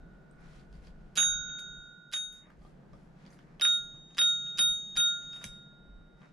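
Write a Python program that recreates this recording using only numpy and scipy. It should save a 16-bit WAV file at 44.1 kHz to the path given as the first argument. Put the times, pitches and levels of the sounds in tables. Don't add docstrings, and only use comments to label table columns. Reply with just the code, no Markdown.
import sys
import numpy as np
from scipy import signal
from scipy.fft import rfft, irfft, next_fast_len
from scipy.io import wavfile

SR = 44100
rng = np.random.default_rng(int(sys.argv[2]) if len(sys.argv) > 2 else 0)


def store_wav(level_fs):
    pcm = np.round(np.clip(np.atleast_2d(level_fs), -1, 1) * 32767)
    wavfile.write(sys.argv[1], SR, pcm.T.astype(np.int16))


def rack_gain(trim_db):
    fader = np.asarray(trim_db, float)
    return 10 ** (fader / 20)


N = 279020
SECOND_TAKE_S = 2.5

# freq_hz, level_db_per_hz
RUMBLE_SPECTRUM = [(11, -31), (18, -1.5), (40, 1), (56, -3), (75, -17), (110, -15.5), (140, -49.5),
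                   (240, -120)]
DRONE_SPECTRUM = [(71, -50), (120, -17), (140, 1), (160, 1.5), (202, -1.5), (240, -9.5), (320, -45.5),
                  (550, -120)]
HISS_SPECTRUM = [(150, -33.5), (260, -0.5), (720, -7.5), (1040, -15), (1560, -14), (2280, -25),
                 (6590, -37.5), (15000, -51.5)]
# freq_hz, level_db_per_hz
CLOTH_SPECTRUM = [(400, -12), (900, -0.5), (2020, 0), (5500, -11), (8400, -20), (10200, -18),
                  (12500, -28.5), (15000, -50)]
# freq_hz, likeness_0_to_1
LIKENESS = [(60, 0.75), (180, 0.79), (540, 0.23), (1630, 0), (4910, 0.39), (14800, -0.0)]
# time_s, level_db
HUM_LEVEL = [(0.0, -58.5), (1.62, -60), (2.2, -67), (2.8, -58.5), (4.12, -61.5), (6.33, -61.5)]
# centre_s, half_length_s, level_db
GUSTS = [(.05, 0.11, -56.5), (.45, 0.076, -59.5), (.85, 0.19, -53), (1.37, 0.084, -51), (1.74, 0.082, -61),
         (2.6, 0.076, -64), (2.93, 0.031, -51), (3.6, 0.73, -69.5), (4.68, 0.045, -55.5),
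         (4.98, 0.026, -56), (5.26, 0.032, -63), (5.5, 0.039, -55.5), (5.95, 0.07, -55.5)]

# freq_hz, attack_s, take1_left_right_db, take1_left_lead_rad, take2_left_right_db, take2_left_lead_rad
PRIME = (3733.5, .004, 0, -.3, 0, -.12)
HUM = (1417.6, .006, -7.5, .62, -4.0, -.88)
HUM_TWIN = (1473.55, .006, -3.5, -.55, -1.5, -.5)
THIRD = (6614.5, .008, 0, 0, 0, 0)
FOURTH = (9959.5, .003, 0, 0, 0, 0)
FIFTH = (14040, .003, 3.0, 1.4, -3.5, 1.8)
# start_s, twin_over_hum_db, twin_change_db_per_s, beat_start_turns, fifth_under_fourth_db
BLOWS = [
    (0, 2.5, 0.5, 0.27, -25),
    (1.1734, 5, -5.5, .65, -16),
    (2.1348, 7.5, -8, 0.78, -15.5),
    (3.6168, -29.5, 1.5, 0.12, -15.5),
    (4.187, -24, -4, 0.091, -17),
    (4.5892, -29.5, -7.5, .1, -16.5),
    (4.97, -29, -9.5, .1, -16.5),
]
# level_db, decay_db_per_s, grip_after_s, grip_loss_db, grip_time_s
GRIPS = [(-72.5, 3.5, 0.6, 2.5, 0.039), (-46, 17, .45, 0, 0.063), (-58, 55, .33, 23, 0.028),
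         (-36.5, 31, 0.3, 33, 0.071), (-40, 16.5, 0.16, 10.5, 0.019), (-41, 21.5, 0.17, 25.5, 0.039),
         (-38.5, 17, 0.23, 12, 0.019)]
# time_s, left_db, right_db
EARLIER_RING = [(0, -90, -84), (.2, -95, -91), (1.17, -120, -120)]
FIRST_RING = [(1.185, -30.5, -26.1), (1.245, -28, -28.8), (1.3, -31.5, -33), (1.461, -46.0, -43.0),
              (1.533, -40.9, -43.0), (1.671, -47.7, -45.3), (1.89, -56, -56), (1.971, -65.3, -59.2),
              (2.109, -65.3, -65.5)]
MIDDLE_RINGS = [
    [(2.147, -34.2, -31.8), (2.195, -33.8, -36.3), (2.249, -37.5, -43.7), (2.303, -46.5, -51.2),
     (2.393, -58.5, -53.8), (2.429, -60.9, -59.3), (2.465, -68.6, -70.7), (2.483, -78.8, -82.1)],
    [(3.628, -25.8, -24.2), (3.652, -24.2, -22.1), (3.7, -25.0, -23.4), (3.754, -28.3, -26.4),
     (3.826, -43.4, -41.7), (3.856, -47.4, -45.6), (4.132, -61.1, -60.4), (4.156, -60.5, -60.5)],
    [(4.199, -25.8, -24.5), (4.223, -23.5, -22.3), (4.295, -25.8, -24.6), (4.391, -36.3, -36.3),
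     (4.439, -38.9, -38.9), (4.493, -37.8, -36.8), (4.541, -42.6, -41.8), (4.565, -42.0, -41.8)],
    [(4.601, -25.2, -24.7), (4.637, -24.6, -23.6), (4.691, -27.3, -26.5), (4.715, -29.4, -28.6),
     (4.793, -38.7, -38.7), (4.859, -43.4, -43.6), (4.937, -45.7, -45.0), (4.949, -45.2, -44.3)],
]
LAST_RING = [(4.982, -26.9, -26.5), (5.006, -25, -24.6), (5.078, -26.4, -25.9), (5.216, -46.0, -46.2),
             (5.36, -43.3, -43.4), (5.402, -51.5, -51.6), (5.54, -50.8, -50.2), (5.786, -67.0, -65.5),
             (6.27, -79, -79)]
# time_s, left_db, right_db, left_lead_rad
THIRDS = [
    [(0, -120, -120, 0)],
    [(1.185, -39.9, -25.1, 1.0), (1.221, -33.4, -22.9, 1.0), (1.305, -42.5, -29.5, 1.5),
     (1.431, -69.1, -42.4, 0.6), (1.515, -65.4, -46.2, -0.4), (1.731, -73.9, -59.5, 0.8),
     (1.881, -95.0, -69.8, -0.4), (1.965, -95.0, -78.4, 5.7), (2.109, -91.7, -85.8, 6.5)],
    [(2.147, -49.1, -39.4, -1.1), (2.159, -54.7, -40.1, -0.9), (2.177, -52.5, -41.5, 0.3),
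     (2.237, -59.9, -46.4, 0.3), (2.261, -67.1, -49.8, 0.3), (2.297, -72.2, -55.9, 0.1),
     (2.399, -80.6, -66.0, -0.8), (2.447, -89.4, -76.6, -0.8), (2.471, -95.0, -87.9, -0.1)],
    [(3.628, -48.0, -42.3, 2.6), (3.646, -41.9, -37.0, 3.1), (3.7, -43.3, -39.5, 4.7),
     (3.766, -47.6, -47.2, 4.5), (3.802, -53.3, -63.5, 5.6), (3.814, -54.9, -62.1, 6.9),
     (3.94, -67.0, -73.9, 6.1), (3.97, -69.8, -81.6, 8.6), (4.156, -74.9, -71.1, 11.3)],
    [(4.199, -39.9, -40.9, -2.4), (4.211, -37.9, -35.8, -2.7), (4.289, -47.3, -39.3, -2.0),
     (4.319, -60.2, -41.7, -1.7), (4.331, -79.6, -43.1, -3.5), (4.355, -61.9, -46.2, 0.8),
     (4.487, -56.5, -60.8, 0.9), (4.535, -61.1, -75.3, -1.3), (4.565, -61.3, -67.8, -2.1)],
    [(4.601, -36.4, -36.1, -2.7), (4.613, -35.9, -32.0, -3.0), (4.625, -39.5, -36.0, -3.0),
     (4.679, -42.9, -40.4, -2.9), (4.691, -50.3, -40.5, -2.9), (4.787, -63.5, -49.2, -4.6),
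     (4.871, -59.4, -59.7, -5.8), (4.919, -61.0, -64.7, -6.0), (4.949, -60.6, -64.4, -6.0)],
    [(4.982, -37.3, -43.7, 2.7), (4.994, -35.7, -36.0, 2.8), (5.042, -39.7, -37.1, 3.5),
     (5.114, -55.8, -43.3, 3.3), (5.15, -80.6, -48.2, 3.8), (5.162, -66.3, -49.8, 5.6),
     (5.36, -63.2, -64.7, 5.4), (5.624, -87.0, -77.4, 2.1), (5.702, -89.7, -86.6, 0.7)],
]
FOURTHS = [
    [(0, -120, -120, 0)],
    [(1.185, -45.1, -34.5, -1.8), (1.215, -36.7, -40.5, -1.4), (1.239, -39.2, -48.8, -0.8),
     (1.263, -45.3, -46.1, -0.8), (1.311, -49.7, -53.5, -1.2), (1.353, -63.8, -64.9, -0.3),
     (1.569, -92.0, -85.2, -1.5)],
    [(2.147, -56.0, -48.4, -0.8), (2.159, -51.4, -52.9, -0.8), (2.177, -50.6, -58.2, -0.7),
     (2.189, -53.2, -59.1, -0.2), (2.243, -60.1, -61.1, -0.6), (2.285, -69.6, -74.0, -0.0),
     (2.315, -77.8, -78.3, 0.1)],
    [(3.628, -48.5, -37.4, -1.5), (3.647, -48.5, -37, 0), (3.69, -45.5, -51, 3.1), (3.722, -53, -50, 4.1),
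     (3.75, -63, -55, 6.3), (3.81, -70, -66, 9.4), (3.89, -80, -92, 15.5), (3.95, -95, -87, 15)],
    [(4.199, -44.1, -36.5, -1.9), (4.217, -41.9, -40.4, -1.3), (4.259, -52.5, -48.7, -1.7),
     (4.301, -56.0, -50.4, -2.0), (4.355, -68.8, -66.5, -1.4), (4.547, -92.0, -90.0, -2.0),
     (4.565, -92.0, -82.0, -1.8)],
    [(4.601, -40.5, -33.9, -1.7), (4.619, -35.9, -34.3, -1.7), (4.667, -45.1, -45.0, -1.6),
     (4.709, -50.8, -46.2, -2.0), (4.847, -77.9, -73.1, -2.3), (4.895, -83.1, -74.4, -1.6),
     (4.949, -91.2, -85.4, -2.3)],
    [(4.982, -46.3, -37.3, -1.5), (5.006, -42.5, -40.4, -1.7), (5.036, -50.6, -51.0, -1.6),
     (5.096, -69.1, -54.7, -1.6), (5.132, -77.6, -73.0, -1.2), (5.156, -77.8, -67.9, -0.8),
     (5.294, -92.0, -82.9, -1.8)],
]

# start_s, peak_db, pitch_hz
CLAWS = [(.3115, -67, 8430), (0.4098, -75, 9440), (.4699, -67, 3940), (.5947, -63, 4500),
         (.7423, -66, 4670), (.754, -67, 4700), (.8371, -80, 10020), (0.8491, -65, 4500), (.87, -61, 4690),
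         (.88, -66, 4620), (.8805, -84, 11000), (1.2001, -40.5, 11200), (1.201, -52, 13070),
         (1.586, -68.5, 12280), (1.594, -58.5, 10820), (1.5942, -58.5, 7370), (1.604, -61, 10480),
         (2.326, -62, 11200), (2.338, -64, 11040), (2.372, -66.5, 7500), (2.62, -73, 4570),
         (2.6396, -75, 4550), (2.6664, -70, 4120), (3.2634, -59, 4650), (3.28, -69, 4460),
         (3.3047, -62, 6290), (3.3258, -62, 1870), (3.327, -71, 9670), (3.3315, -62, 4930),
         (3.369, -59.5, 1650), (3.391, -57, 1470), (3.3888, -67.5, 5500), (3.597, -43.5, 2997),
         (3.6102, -49.5, 11540), (3.611, -32.5, 5090), (3.6505, -44.5, 4990), (4.176, -48, 2225),
         (4.1822, -31, 5040), (4.1905, -41.5, 5140), (4.585, -33, 4994), (4.5927, -40.5, 5270),
         (4.5858, -54, 11450), (4.612, -44.5, 4954), (4.9652, -36, 4865), (2.5025, -53, 1510),
         (5.33, -55, 5100), (5.356, -69, 9000), (5.363, -62.5, 10070), (5.413, -52, 1510),
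         (5.4166, -64, 5060), (5.4413, -39, 6040), (5.441, -43.5, 9760), (5.4412, -39, 2204),
         (5.45, -49, 7950), (5.4522, -46, 9980), (5.453, -50, 6060), (5.462, -49.5, 7750)]
# start_s, peak_db, pitch_hz
THUDS = [(0.398, -48, 162), (1.179, -39.5, 237), (1.206, -39.5, 176), (2.499, -64, 154),
         (2.923, -46.5, 149), (3.9399, -39.5, 152), (4.191, -43.5, 162.7), (4.598, -40, 175.7),
         (4.982, -38.5, 151), (5.447, -39, 201), (5.4555, -37.5, 119)]
# centre_s, half_length_s, level_db, brightness_db
STROKES = [(0.438, 0.04, -71.5, -15), (0.555, 0.062, -68.5, -1), (0.76, 0.032, -73.5, 1),
           (0.862, 0.028, -70, 0), (1.06, 0.11, -81.5, -4), (1.613, 0.022, -80, 17), (2.36, 0.038, -76, 11),
           (2.515, .04, -78.5, -11), (2.666, .05, -77.5, 6), (2.957, 0.029, -80.5, -9),
           (3.03, 0.055, -83, 7), (3.243, 0.051, -70.5, -12), (3.336, 0.024, -77.5, 14.5),
           (3.405, 0.034, -76.5, -5), (3.52, 0.063, -77.5, -11), (3.963, .03, -81, -1),
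           (4.13, 0.042, -78, -3), (4.48, 0.023, -76, 3), (4.58, .015, -72, -6), (5.237, .025, -71.5, -5),
           (5.365, .035, -68, 6.5), (5.436, .012, -61, 3), (5.517, 0.058, -74, 10),
           (6.25, 0.05, -73, -17.5)]
# centre_s, half_length_s, level_db
SHIFTS = [(.42, 0.043, -68.5), (1.5, .08, -71), (2.48, 0.05, -68), (2.94, 0.026, -81), (3.3, 0.058, -70),
          (3.5, 0.09, -72.5), (6.24, 0.028, -63.5)]

# freq_hz, level_db, t60_s
BODY = [(1592, -1, 0.0077), (1740, -12.5, 0.014), (2267, -11.5, 0.0086), (2615, -2.5, 0.011),
        (3130, -2.5, 0.01), (3336, -1, 0.013)]
SHELL = [(4000, -4, 0.013), (4893, -1, 0.0096), (5500, -5.5, .008), (6290, -7, .01)]
TICK = [(7230, -2, 0.0066), (7480, 0, 0.0063), (9000, -1, 0.0052), (10365, 1, 0.012), (11200, -7.5, 0.0034),
        (12830, -12.5, .004)]
THUMP = [(320, -10, 0.024), (624, -3, 0.02), (750, -2, 0.013), (1200, -5.5, 0.022)]
# start_s, body_db, shell_over_body_db, thump_db
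TOUCHES = [(.7273, -69.5, 1, -77), (0.837, -66, -5, -61), (0.872, -59, -6, -62), (1.159, -50, -2.5, -57.5),
           (1.184, -25, -15.5, -55.5), (1.228, -32.5, -20, -55), (1.33, -46, -41, -71),
           (1.4936, -53, -20, -74), (1.5859, -50.5, -8, -76), (1.5927, -52.5, -1.5, -74),
           (2.4682, -63, -20, -54), (2.5045, -68, -30, -60.5), (2.616, -66, -14, -57),
           (2.649, -66, -8, -50), (2.9323, -62.5, -5, -48), (3.252, -57.5, -24, -71),
           (3.264, -59.5, -4, -61), (3.3892, -60, -12, -63), (3.687, -50, -20.5, -51),
           (3.9435, -67, -13, -55.5), (4.1064, -59, -20.5, -63), (4.1471, -54, -3, -67.5),
           (4.465, -48, -19.5, -65), (4.98, -33.5, -24.5, -49.5), (5.2172, -60.5, -12, -74.5),
           (5.332, -45, -19.5, -65), (5.3613, -52.5, -15, -56), (5.416, -50.5, -24, -50),
           (5.441, -36.5, -4, -51), (6.2172, -61.5, -12, -58)]
# start_s, tick_db
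SNAPS = [(2.3264, -67)]
# after_blow_s, body_db, shell_db, tick_db, thump_db
PLUNGER_RUN = [
    [(-.005, -12.5, -10, -23.5, -20.5), (.0012, 1.5, -13.5, -20.5, -16.5), (.0049, -2, -12.5, -20.5, -20)],
    [(-.0053, -3.5, -10, -30.5, -27), (.0006, 0, -23.5, -24.5, -22.5), (.006, -6, -15, -29, -20.5)],
]
# body_db, shell_db, tick_db, thump_db
PAW_DOWN = [(0, -1.5, -10, -18.5), (0, -17, -39.5, -7.5)]
REBOUND = [(-2.5, -23, -22.5, -17), (-2, -15.5, -35, -17.5)]
# strength_db, paw_down_db, rebound_db
PRESSES = [(-27.5, -47, -26), (-36, -57, -36.5), (-31, -39.5, -25.5), (-28, -45.5, -25), (-26, -59, -33),
           (-30.5, -44.5, -28.5)]
# paw_down_before_s, rebound_after_s
PRESS_TIMES = [(.0185, .028), (.0195, .0295), (.0192, .0338), (.017, .0285), (.0334, .022), (.0145, .0293)]
SLIDE_DB = [-45, -46.5, -55.5, -50.5, -45.5, -54.5]
SLIDE_S = [.017, .012, .009, .019, .016, .016]
# body_db, shell_db, tick_db, thump_db
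SLIDE_MIX = (4.5, 1, -12.5, -25)
# start_s, length_s, from_hz, to_hz, level_db
CHIRPS = [(1.695, 0.06, 5150, 5850, -94), (1.795, .125, 5400, 4650, -92)]


def read_curve(rows, t):
    s, *columns = np.transpose(rows)
    return [np.interp(t, s, column) for column in columns]


def at_hz(points, hz):
    point_hz, value = np.transpose(points)
    return np.interp(np.log(hz + 1), np.log(point_hz), value)


def cut(x, hz, kind, order=4):
    return signal.sosfilt(signal.butter(order, hz, kind, fs=SR, output="sos"), x)


def swells(rows, t):
    return sum(rack_gain(db) * np.exp(-((t - s) / half_s) ** 2 / 2) for s, half_s, db in rows)


def smooth_step(t, at_s, time_s):
    return (1 + np.tanh((t - at_s) / time_s / 2)) / 2


def flutter(t, depth_db):
    knots = rng.standard_normal((2, 400))
    return rack_gain(depth_db * np.array([np.interp(t * 45, np.arange(400), k) for k in knots]))


def coloured(spectrum, crackle=0.):
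    size = next_fast_len(N)
    grains = rng.random(size) < 900 / SR
    grain = 1 + crackle * grains * np.minimum(rng.exponential(1, size), 3)
    mid, side = rfft(rng.standard_normal((2, size)) * grain)
    hz = np.arange(len(mid)) * SR / size
    alike = np.clip(at_hz(LIKENESS, hz) + .1, 0, 1)
    pair = np.sqrt(1 + alike) * mid + np.sqrt(1 - alike) * side * [[1], [-1]]
    pair = irfft(pair * rack_gain(at_hz(spectrum, hz)) * (hz > 10), size)[:, :N]
    return pair / np.std(pair.mean(axis=0))


def room_tone(t):
    hum_db, = read_curve(HUM_LEVEL, t)
    lumps = flutter(t / 5.4, 2)[0]
    air = (rack_gain(-70) + swells(GUSTS, t)) * lumps * coloured(RUMBLE_SPECTRUM)
    drone = rack_gain(hum_db + 1.9) * coloured(DRONE_SPECTRUM)
    hiss = rack_gain(hum_db - 4.5) * coloured(HISS_SPECTRUM)
    return air + drone + hiss


def at_ports(curve, t):
    left_db, right_db, *more = read_curve(curve, t)
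    mean_db = 10 * np.log10((rack_gain(2 * left_db) + rack_gain(2 * right_db)) / 2)
    tail_db = 130 * np.maximum(t - curve[-1][0], 0)
    return mean_db - tail_db, left_db - right_db, *more


def partial(mode, t, level_db, second_take, pan_db=0., turns=0., swing_rad=0.):
    hz, attack_s, first_db, first_lead, second_db, second_lead = mode
    lean_db, lead_rad = (second_db, second_lead) if second_take else (first_db, first_lead)
    left = rack_gain(lean_db + pan_db) + np.zeros(len(t))
    sides = np.array([left, np.ones(len(t))]) / np.sqrt((1 + left ** 2) / 2)
    swell = (1 - .2 * np.exp(-t / attack_s)) * (1 - np.exp(-t / .0003))
    wobble = flutter(t, .5 * (hz / 10000) ** 2)
    phase = 2 * np.pi * (hz * t + turns)
    sines = np.sin([phase + lead_rad + swing_rad, phase])
    return np.sqrt(2) * rack_gain(level_db) * swell * sides * wobble * sines


def bell():
    out = np.zeros((2, N))
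    ends = [blow[0] for blow in BLOWS[1:]] + [N / SR]
    primes = [EARLIER_RING, FIRST_RING, *MIDDLE_RINGS, LAST_RING]
    for blow, end, grip, *curves in zip(BLOWS, ends, GRIPS, primes, THIRDS, FOURTHS):
        start, twin_db, twin_db_per_s, turns, fifth_db = blow
        second = start > SECOND_TAKE_S
        if start < SECOND_TAKE_S < end:
            end = SECOND_TAKE_S
        i, j = round(start * SR), round(end * SR)
        t = np.arange(j - i) / SR
        prime, third, fourth = (at_ports(curve, start + t) for curve in curves)
        prime_db, prime_pan = prime
        third_db, third_pan, third_swing = third
        fourth_db, fourth_pan, fourth_swing = fourth
        hum_db, decay_db_per_s, grip_s, grip_db, grip_time_s = grip
        hum_db = hum_db - decay_db_per_s * t - grip_db * smooth_step(t, grip_s, grip_time_s)
        ringing = partial(PRIME, t, prime_db + .23, second, prime_pan)
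        ringing += partial(HUM, t, hum_db, second)
        ringing += partial(HUM_TWIN, t, hum_db + twin_db + twin_db_per_s * t, second, turns=turns)
        ringing += partial(THIRD, t, third_db + .4, second, third_pan, swing_rad=third_swing)
        ringing += partial(FOURTH, t, fourth_db + .53, second, fourth_pan, swing_rad=fourth_swing)
        ringing += partial(FIFTH, t, fourth_db + fifth_db - 17 * t, second)
        out[:, i:j] = ringing
    return out


def claws():
    out = np.zeros(N)
    offset = np.arange(400)
    s, peak_db, hz = np.transpose(CLAWS)[:, :, None]
    t = offset / SR
    wander = np.cumsum(rng.normal(0, 0.16, (len(s), len(t))), axis=1)
    envelope = (1 - np.exp(-t / 0.00017)) * np.exp(-t / 0.0017)
    pings = rack_gain(peak_db + 6.5) * envelope * np.sin(2 * np.pi * hz * t + wander)
    np.add.at(out, np.round(s * SR).astype(int) + offset, pings)
    return out


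def room_echoes(x):
    low_t60_s, top_t60_s = 0.16, 0.2
    t = np.arange(SR // 2) / SR
    noise = rng.standard_normal((2, len(t))) * np.clip(t / 0.0045, 0, 1)
    low = cut(noise, 8500, "low", order=2)
    echoes = low * rack_gain(-60 * t / low_t60_s) + (noise - low) * rack_gain(-60 * t / top_t60_s)
    echoes /= np.sqrt(np.sum(echoes ** 2) / 2)
    return signal.fftconvolve(x[None], echoes, axes=1)[:, :N]


def thuds():
    out = np.zeros(N)
    t = np.arange(SR // 8) / SR
    envelope = (1 - np.exp(-t / 0.0013)) * np.exp(-t / 0.014)
    for s, peak_db, hz in THUDS:
        i = round(s * SR)
        out[i:i + len(t)] += rack_gain(peak_db - 3.0) * np.sin(2 * np.pi * hz * t) * envelope
    return out


def rustle(t):
    cloth = coloured(CLOTH_SPECTRUM, crackle=2.5)
    stroke, bright = np.zeros((2, N))
    for s, half_s, level_db, bright_db in STROKES:
        near = slice(*np.searchsorted(t, [s - 4 * half_s, s + 4 * half_s]))
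        swell = swells([(s, half_s, level_db + 1.5)], t[near])
        stroke[near] += swell
        bright[near] += swell * rack_gain(bright_db - 1.0)
    weight = swells(SHIFTS, t) * cut(cloth, 2700, "low")
    return weight + stroke * cut(cloth, 8500, "low") + bright * cut(cloth, 7300, "high")


def contact_rows():
    rows = []
    for s, db, shell_db, thump_db in TOUCHES:
        rows.append((s, db, db + shell_db, db + shell_db - 20.5, thump_db))
    for s, db in SNAPS:
        rows.append((s + .0003, db + 6, db - 14, db, db - 22))
    for (s, *_), (db, down_db, rebound_db), (before_s, after_s) in zip(BLOWS[1:], PRESSES, PRESS_TIMES):
        take = int(s > SECOND_TAKE_S)
        rows += [(s + delay_s, *np.add(levels, db)) for delay_s, *levels in PLUNGER_RUN[take]]
        rows.append((s - before_s, *np.add(PAW_DOWN[take], down_db)))
        rows.append((s + after_s, *np.add(REBOUND[take], rebound_db)))
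    for (s, *_), length_s, db in zip(BLOWS[1:], SLIDE_S, SLIDE_DB):
        for share in (np.arange(7) + rng.random(7)) / 7:
            rows.append((s - length_s * share, *np.add(SLIDE_MIX, db - 4.9 * share)))
    return np.array(rows)


def ring(clicks, hz, t60_s):
    r, w = rack_gain(-60 / (t60_s * SR)), 2 * np.pi * hz / SR
    return signal.lfilter([0, np.sin(w)], [1, -2 * r * np.cos(w), r * r], clicks + 1e-18)


def contacts():
    table, out = contact_rows(), np.zeros(N)
    offset = np.arange(128)
    at = np.round(table[:, :1] * SR).astype(int) + offset
    shape = offset * np.exp(-offset / (0.00037 * SR))
    shape /= shape.max()
    groups_db = (-1.4, 3, 7.5, 2.5)
    for modes, group_db, level_db in zip((BODY, SHELL, TICK, THUMP), groups_db, table[:, 1:].T):
        group = np.zeros(N)
        for hz, mode_db, t60_s in modes:
            scrape = rng.standard_normal(at.shape) * shape
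            push = np.abs(scrape @ np.exp(-2j * np.pi * hz / SR * offset))
            strength = rack_gain(level_db + group_db + mode_db) / (push + 0.39)
            clicks = np.zeros(N)
            np.add.at(clicks, at, scrape * strength[:, None])
            group += ring(clicks, hz, t60_s)
        out += cut(group, [.75 * modes[0][0], 1.25 * modes[-1][0]], "band", order=3)
    return out


def bird():
    out = np.zeros(N)
    for s, length_s, from_hz, to_hz, level_db in CHIRPS:
        i, size = round(s * SR), round(length_s * SR)
        hz = from_hz + (to_hz - from_hz) * np.linspace(0, 1, size) ** .7
        phase = 2 * np.pi * np.cumsum(hz + rng.normal(0, 900, size)) / SR
        out[i:i + size] = rack_gain(level_db + 5) * np.hanning(size) ** .5 * np.sin(phase)
    return out


def release():
    start_s, level_db, decay_s = 5.4411, -32, 0.00066
    out, t = np.zeros(N), np.arange(SR // 100) / SR
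    i = round(start_s * SR)
    out[i:i + len(t)] = rack_gain(level_db) * rng.standard_normal(len(t)) * np.exp(-t / decay_s)
    return cut(out, [1000, 11000], "band", order=1)


def scene():
    t = np.arange(N) / SR
    pings, clatter, crack = claws(), contacts(), release()
    direct = (clatter + crack + pings) * rack_gain([[-1], [1]])
    echoes = room_echoes(clatter + .4 * crack + .64 * pings)
    return room_tone(t) + bell() + direct + echoes + thuds() + rustle(t) + bird()


def low_pass(x):
    return signal.sosfilt(signal.butter(12, 14900, fs=SR, output="sos"), x)


def record(dry):
    mix = cut(dry, 14600, "low", order=6)
    return low_pass(mix)


dry = scene()
out = record(dry)
store_wav(out)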